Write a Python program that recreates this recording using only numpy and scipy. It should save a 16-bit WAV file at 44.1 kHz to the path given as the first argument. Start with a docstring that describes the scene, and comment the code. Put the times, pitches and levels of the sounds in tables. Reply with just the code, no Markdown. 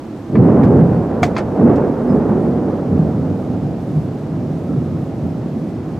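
"""A close thunderclap over a field, in light rain, taken from an upper window on two close microphone ports.
Shock fronts from the crooked lightning channel, random kicks coloured in four registers, arrive in great
claps and thuds, then roll on, duller with distance. Something hard clacks beside the microphone, like a
window frame being nudged: scattered noise and ringing modes. Far off lie a hiss of rain (merged drops), a
low murmur and whooshes (filtered noise), and faint peeps (tone bursts). A limiter holds the highest peaks."""
import sys
import numpy as np
from scipy import signal
from scipy.fft import rfft, irfft
from scipy.io import wavfile
from scipy.ndimage import uniform_filter1d, minimum_filter1d

SR = 44100
rng = np.random.default_rng(int(sys.argv[2]) if len(sys.argv) > 2 else 0)


def unload_audio(sound):
    """Save the sound as a 16-bit wav file, at the path given as the first command line argument."""
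    columns = np.transpose(np.atleast_2d(sound))
    # keep every value between -1 and 1, then stretch to whole-number steps
    steps = np.round(np.clip(columns, -1, 1) * 32767)
    wavfile.write(sys.argv[1], SR, steps.astype(np.int16))


N = 264319
TIME, FREQ = np.arange(N) / SR, np.fft.rfftfreq(N, 1 / SR)

# the two microphone ports, left over right: [f/Hz, level difference/dB]
PORT_LEAN = [(60, 1.5), (110, 0), (200, -1), (380, -3.5), (700, -1.5), (1290, -1.0), (2380, -1.5),
             (4400, -0.5), (8120, -2), (15000, -9.5)]
# the two microphone ports, sound they do not share: [f/Hz, level/dB]
PORT_UNSHARED = [(30, -6.5), (70, -35), (150, -21), (300, -20.5), (600, -15.5), (1500, -10.5), (3000, -5),
                 (6000, -5), (10000, -4.5), (15000, -4)]
# distant rain, relative colour: [f/Hz, level/dB per Hz]
RAIN_COLOUR = [(100, 4.5), (800, 12.5), (1500, 7.5), (2200, 4), (3200, -0.5), (5000, -3.5), (7000, -7.5),
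               (10000, -13), (14000, -16.5), (16000, -17.5)]
# steady low murmur of the outdoors, relative colour: [f/Hz, level/dB per Hz]
MURMUR_COLOUR = [(20, -39.5), (45, -16.5), (70, -8), (100, -2.5), (130, -2.5), (175, -4.5), (250, 2.5),
                 (285, -1), (335, 3), (400, -8.5), (650, -13), (1000, -20), (2000, -36), (6000, -75)]
# shock fronts from the near part of the channel, relative colour: [f/Hz, level/dB per Hz]
NEAR_COLOUR = [(20, -38), (42, -19), (70, -6), (110, -4.5), (160, -3.5), (245, -1.5), (320, -8.5),
               (480, -11), (700, -15.5), (1000, -24), (1400, -31.5), (2000, -43), (3000, -57), (5000, -97)]
# shock fronts from the far part of the channel, relative colour: [f/Hz, level/dB per Hz]
FAR_COLOUR = [(20, -46), (42, -27), (72, -5.5), (125, -5), (157, 2), (190, -2.5), (250, -1.5), (350, -11.5),
              (500, -15.5), (750, -20.5), (1000, -37), (1300, -37.5), (1900, -60), (4000, -59)]
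# claps, one from each branch or bend of the channel; each register takes its own share of the brightness:
# [start t/s, relative level/dB, rise t/s, hold t/s, brightness/dB]
CHANNEL_CLAPS = [(0.307, -12, 0.083, 0.028, 3.5), (0.442, -18, 0.023, 0.31, 7),
                 (0.571, -12.5, 0.013, 0.11, -4.3), (0.759, -10.5, 0.025, 0.039, -5.5),
                 (0.907, -16.5, 0.011, 0.072, -6), (1.211, -18.5, 0.012, 0.021, -2),
                 (1.574, -18.3, 0.041, 0.098, 8.5), (1.795, -28.5, 0.07, 0.026, 11.5),
                 (2.07, -19, 0.056, 0.051, 5), (2.22, -24, 0.046, 0.32, 6.5),
                 (2.615, -31.5, 0.052, 0.021, 12.5), (2.846, -18, 0.076, 0.15, -1),
                 (3.112, -19.5, 0.053, 0.16, -3), (3.473, -25.5, 0.029, 0.031, 5.5),
                 (3.616, -18.5, 0.019, 0.015, -7.5), (3.853, -21, 0.014, 0.16, -28),
                 (4.112, -32.5, 0.024, 0.004, -24), (4.235, -23.5, 0.08, 0.23, -4),
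                 (4.626, -26.5, 0.083, 0.028, 7.5), (4.725, -23, 0.041, 0.259, -4.5),
                 (5.213, -19, 0.025, 0.019, -5), (5.337, -27, 0.047, 0.14, -2.5),
                 (5.534, -26.5, 0.037, 0.007, 6.5)]
# the unbroken roll that carries the claps, followed by each register to its own degree: [t/s, level/dB]
ROLL_LEVEL = [(0.33, -35.5), (0.39, -22), (0.6, -18), (1.07, -24.5), (1.23, -22.5), (1.51, -26.5),
              (1.7, -15.5), (1.76, -22.5), (1.78, -16), (1.92, -25), (2.16, -22), (3.92, -33.5),
              (5.99, -37)]
# pressure swell, boom, body and tearing edge of the thunder, levels before the overall trim:
# [low f/Hz, high f/Hz, level at the roll reference/dB, follow/dB per dB of roll,
#  share of a clap/dB, share of its brightness/1, lurch rms/dB]
THUNDER_REGISTERS = [(15, 76, -40, 0.86, -25, 0.23, 1), (90, 172, -27.5, -0.04, 0, 0.12, 1.46),
                     (207.6, 413, -23.5, 0.78, -1.5, 1, 0.5), (418, 6000, -25.5, 0.95, -19.5, 0.8, 1)]
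# blows on the frame; the ring is set against the noise burst and trimmed with all its modes:
# [t/s, level/dB, tilt/dB per octave, top of the colour f/Hz, ring level before trim/dB, scatter t60/s]
FRAME_BLOWS = [(.354, -23, 2, 2410, -16, 0.076), (0.634, -32, 0.5, 12000, -14.5, 0.15),
               (1.2256, -34, 13, 16000, -23, .015), (1.2305, -18, 4, 9000, -0.5, 0.063),
               (1.231, -22, 4.5, 14000, 2, 0.12), (1.352, -34, 1.5, 7000, -19, 0.12),
               (1.3648, -16.5, 0.5, 6550, -32, 0.063), (1.379, -25.5, 6, 8650, -14, 0.068),
               (1.384, -23.5, -2.5, 8000, -16, 0.12), (1.757, -37, 3.5, 10000, -26, 0.09)]
# modes of the frame, each detuned a little at every blow: [nominal f/Hz, relative level/dB, t60/s]
FRAME_MODES = [(730, 9, 0.087), (1100, 1, 0.076), (1570, 5.5, 0.01), (2190, 9, 0.028), (2300, 7, 0.025),
               (2950, -24, 0.034), (3460, -10.5, .07), (4230, -17, 0.059), (5540, -21, .06),
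               (6700, -14.5, 0.078)]
# clack as the nearby walls scatter it, relative colour: [f/Hz, level/dB per Hz]
SCATTER_COLOUR = [(150, -30), (600, 9), (1100, 10), (2200, 2.5), (2900, -7.5), (4500, -11), (6800, -18),
                  (9000, -26), (11500, -36.5), (15500, -34)]
# faint peeps in the distance: [centre t/s, level/dB, f/Hz, half-length to 1/e t/s]
DISTANT_PEEPS = [(.365, -59.5, 4470, .04), (.97, -61.5, 4450, .03), (2.105, -54, 5080, 0.024),
                 (2.105, -69, 8080, .025)]
# the heaviest single thuds, before the ports' lean: [centre t/s, level/dB, f/Hz, half-length to 1/e t/s]
HEAVY_THUDS = [(.402, -3, 124, 0.019), (.748, -7, 161, 0.0089), (.83, -4.5, 158, 0.019),
               (1.605, -10, 194, 0.015), (1.652, -4.5, 238, 0.021), (2.095, -12.5, 247, 0.057),
               (2.93, -8, 181, .01), (3.0, -8, 167.6, 0.016), (3.98, -9, 153, .025),
               (4.11, -18, 152, 0.014), (4.445, -13.5, 178, 0.01), (4.785, -12, 137, .015),
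               (5.585, -16, 148, .014)]
# faint hollow whooshes far away: [centre t/s, level/dB, half-length to 1/e t/s]
FAR_WHOOSHES = [(4.72, -46, 0.056), (4.914, -49, 0.1)]


def amp(db):
    """Decibels to gain."""
    return 10 ** (np.asarray(db) / 20)


def unit(x):
    """Scales to rms 1."""
    return x / np.sqrt(np.mean(x ** 2) + 1e-20)


def at_hz(points, hz):
    """Reads a spectrum on a log-frequency axis."""
    f, value = np.transpose(points)
    return np.interp(np.log(hz + 1), np.log(f + 1), value)


def shape(x, gain):
    """Filters a whole-length sound by a gain per frequency."""
    return irfft(rfft(x) * gain, N)


def band(lo_hz, hi_hz, order=12):
    """Gain of a band with smooth edges, half power at each corner."""
    f = FREQ + 1
    low_edge = 1 + (lo_hz / f) ** order
    high_edge = 1 + (f / hi_hz) ** order
    return 1 / np.sqrt(low_edge * high_edge)


def steady(x, span_s):
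    """Evens the power to about 1 over the given span, leaving the fast grain."""
    size = max(int(span_s * SR), 3)
    power = np.mean(x ** 2, 0)
    for _ in range(2):
        power = uniform_filter1d(power, size)
    return x / np.sqrt(abs(power) + 1e-12)


def ports(shared, unshared):
    """Two close ports hear the bass alike and the treble less so."""
    side = shape(unshared, amp(at_hz(PORT_UNSHARED, FREQ)))
    return np.array([shared + side, shared - side])


def add(mix, s, sound):
    """Mixes a sound in at a time."""
    part = mix[..., max(round(s * SR), 0):][..., :sound.shape[-1]]
    part += sound[..., :part.shape[-1]]


def kicks(per_s, spread_db):
    """Single-sample kicks of either sign, at random times and of uneven size, scaled to rms 1."""
    size = amp(spread_db * np.minimum(rng.exponential(1, N), 4))
    struck = rng.random(N) < per_s / SR
    return unit(size * rng.choice([-1, 1], N) * struck)


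def tone_bursts(rows):
    """Short bell-shaped bursts of tone, each at a random phase."""
    out = np.zeros(N)
    for s, db, hz, length in rows:
        t = TIME - s
        bell = np.exp(-(t / length) ** 2)
        out += amp(db) * bell * np.cos(2 * np.pi * (hz * t + rng.random()))
    return out


def rain(level_db=-58):
    """Countless far drops merge into a faint hiss; its finest fizz wavers a little."""
    drops = ports(kicks(per_s=14000, spread_db=1.5), kicks(per_s=14000, spread_db=2.5))
    hiss = shape(drops, amp(at_hz(RAIN_COLOUR, FREQ)))
    # the level is that of the treble the ports share
    hiss /= np.std(shape(hiss.mean(0), band(3420, 15000)))
    waver_db = 0.9 * unit(shape(rng.standard_normal(N), band(1.5, 6, order=4)))
    fizz = shape(hiss, band(8000, 20000))
    return amp(level_db) * (hiss + fizz * (amp(waver_db) - 1))


def murmur(level_db=-28.5):
    """A dull steady background of coloured noise; level before the ports' lean."""
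    air = ports(*rng.standard_normal((2, N)))
    return amp(level_db) * unit(shape(air, amp(at_hz(MURMUR_COLOUR, FREQ))))


def claps(bright_share, fade_db_per_s=122.5):
    """Power of all claps: each builds, holds while its stretch of channel arrives, and dies away."""
    power = np.zeros(N)
    for s, db, rise, hold, bright_db in CHANNEL_CLAPS:
        age = TIME - s
        fade_db = fade_db_per_s * np.maximum(age - rise - hold, 0)
        build = np.clip(age / rise, 0, 1)
        power += (build * amp(db + bright_share * bright_db - fade_db)) ** 2
    return power


def lurch():
    """Slow chance of rms 1, as fronts happen to pile up or thin out."""
    return unit(shape(rng.standard_normal(N), band(1.5, 13, order=4)))


def thunder(first_s=0.29, build_s=0.0047, roll_ref_db=-25, trim_db=-0.9):
    """Shock fronts, one from each kink, rounded by the air as they come from farther up the channel."""
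    fronts = ports(kicks(per_s=4500, spread_db=2), kicks(per_s=8000, spread_db=1.5))
    near = unit(shape(fronts, amp(at_hz(NEAR_COLOUR, FREQ))))
    far = unit(shape(fronts, amp(at_hz(FAR_COLOUR, FREQ))))
    distance = np.interp(TIME, [2.2, 3.8], [0, 1])  # s, from near to far
    waves = (1 - distance) * near + distance * far
    swing_db = np.interp(TIME, *np.transpose(ROLL_LEVEL)) - roll_ref_db
    out = np.zeros((2, N))
    for lo_hz, hi_hz, roll_db, follow, clap_db, bright_share, lurch_db in THUNDER_REGISTERS:
        roll_power = amp(roll_db + follow * swing_db) ** 2
        clap_power = amp(clap_db) ** 2 * claps(bright_share)
        level = np.sqrt(roll_power + clap_power) * amp(lurch_db * lurch())
        out += level * steady(shape(waves, band(lo_hz, hi_hz)), span_s=0.037)
    # no front is heard until that from the nearest point of the channel arrives
    arrived = np.sin(np.pi / 2 * np.clip((TIME - first_s) / build_s, 0, 1)) ** 2
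    return amp(trim_db) * out * arrived


def clacks(rise_s=0.00086, room_db=-23, room_t60_s=0.22, ring_trim_db=-1.0):
    """Each blow rings the frame and scatters off the nearby walls in a short dense burst."""
    out, size = np.zeros((2, N)), 2 ** 14
    t, hz = np.arange(size) / SR, np.fft.rfftfreq(size, 1 / SR)
    for s, db, tilt_db, top_hz, ring_db, t60 in FRAME_BLOWS:
        shared, unshared = rng.standard_normal((2, size))
        noise = shared + amp(-11.5) * np.array([unshared, -unshared])
        tilt = tilt_db * np.log2(np.maximum(hz, 700) / 2000)
        colour = amp(at_hz(SCATTER_COLOUR, hz) + tilt)
        colour /= np.sqrt(1 + (hz / top_hz) ** 8)  # a softer contact loses the top
        fade = amp(-60 * t / t60) + amp(room_db - 60 * t / room_t60_s)
        onset = 1 - np.exp(-t / rise_s)
        burst = unit(irfft(rfft(noise) * colour)) * fade * onset
        ring = np.zeros(size)
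        for f, mode_db, life in FRAME_MODES:
            strength = rng.choice([-1, 1]) / np.sqrt(1 + (f / top_hz) ** 8)
            wave = np.sin(2 * np.pi * f * rng.uniform(0.96, 1.01) * t)
            ring += strength * amp(mode_db - 60 * t / life) * wave
        add(out, s, amp(db) * (burst + amp(ring_db + ring_trim_db) * ring))
    return out


def peeps():
    """Faint high tone bursts in the distance, alike on both ports."""
    return tone_bursts(DISTANT_PEEPS)


def thuds():
    """A stretch of channel lying side-on arrives all at once, as a few cycles of low tone."""
    return tone_bursts(HEAVY_THUDS)


def whooshes(hz=1280, width_hz=130):
    """Air through one soft resonance swells and fades."""
    resonance = 1 / (1 + (2 * (FREQ - hz) / width_hz) ** 2)
    air = unit(shape(rng.standard_normal(N), resonance))
    swell = sum(amp(db) * np.exp(-((TIME - s) / length) ** 2) for s, db, length in FAR_WHOOSHES)
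    return air * swell


def scene():
    """Thunder a little to the right, rain all round, clacks close by the microphone."""
    lean_db = np.outer([0.5, -0.5], at_hz(PORT_LEAN, FREQ))
    storm = murmur() + thunder() + thuds()
    return rain() + shape(storm, amp(lean_db)) + clacks() + peeps() + whooshes()


def record(dry, ceiling=1.0, hold_s=0.0025, edge_hz=15650):
    """A fast limiter holds the highest peaks near full scale; then the band limit."""
    size = max(int(hold_s * SR), 3)
    gain = np.minimum(1, ceiling / (abs(dry).max(0) + 1e-9))
    gain = minimum_filter1d(gain, 2 * size)
    for _ in range(2):
        gain = uniform_filter1d(gain, size)
    lowpass = signal.firwin(511, edge_hz, window=("kaiser", 9), fs=SR)
    return signal.oaconvolve(dry * gain, lowpass[None], "same", axes=1)


dry = scene()
out = record(dry)
unload_audio(out)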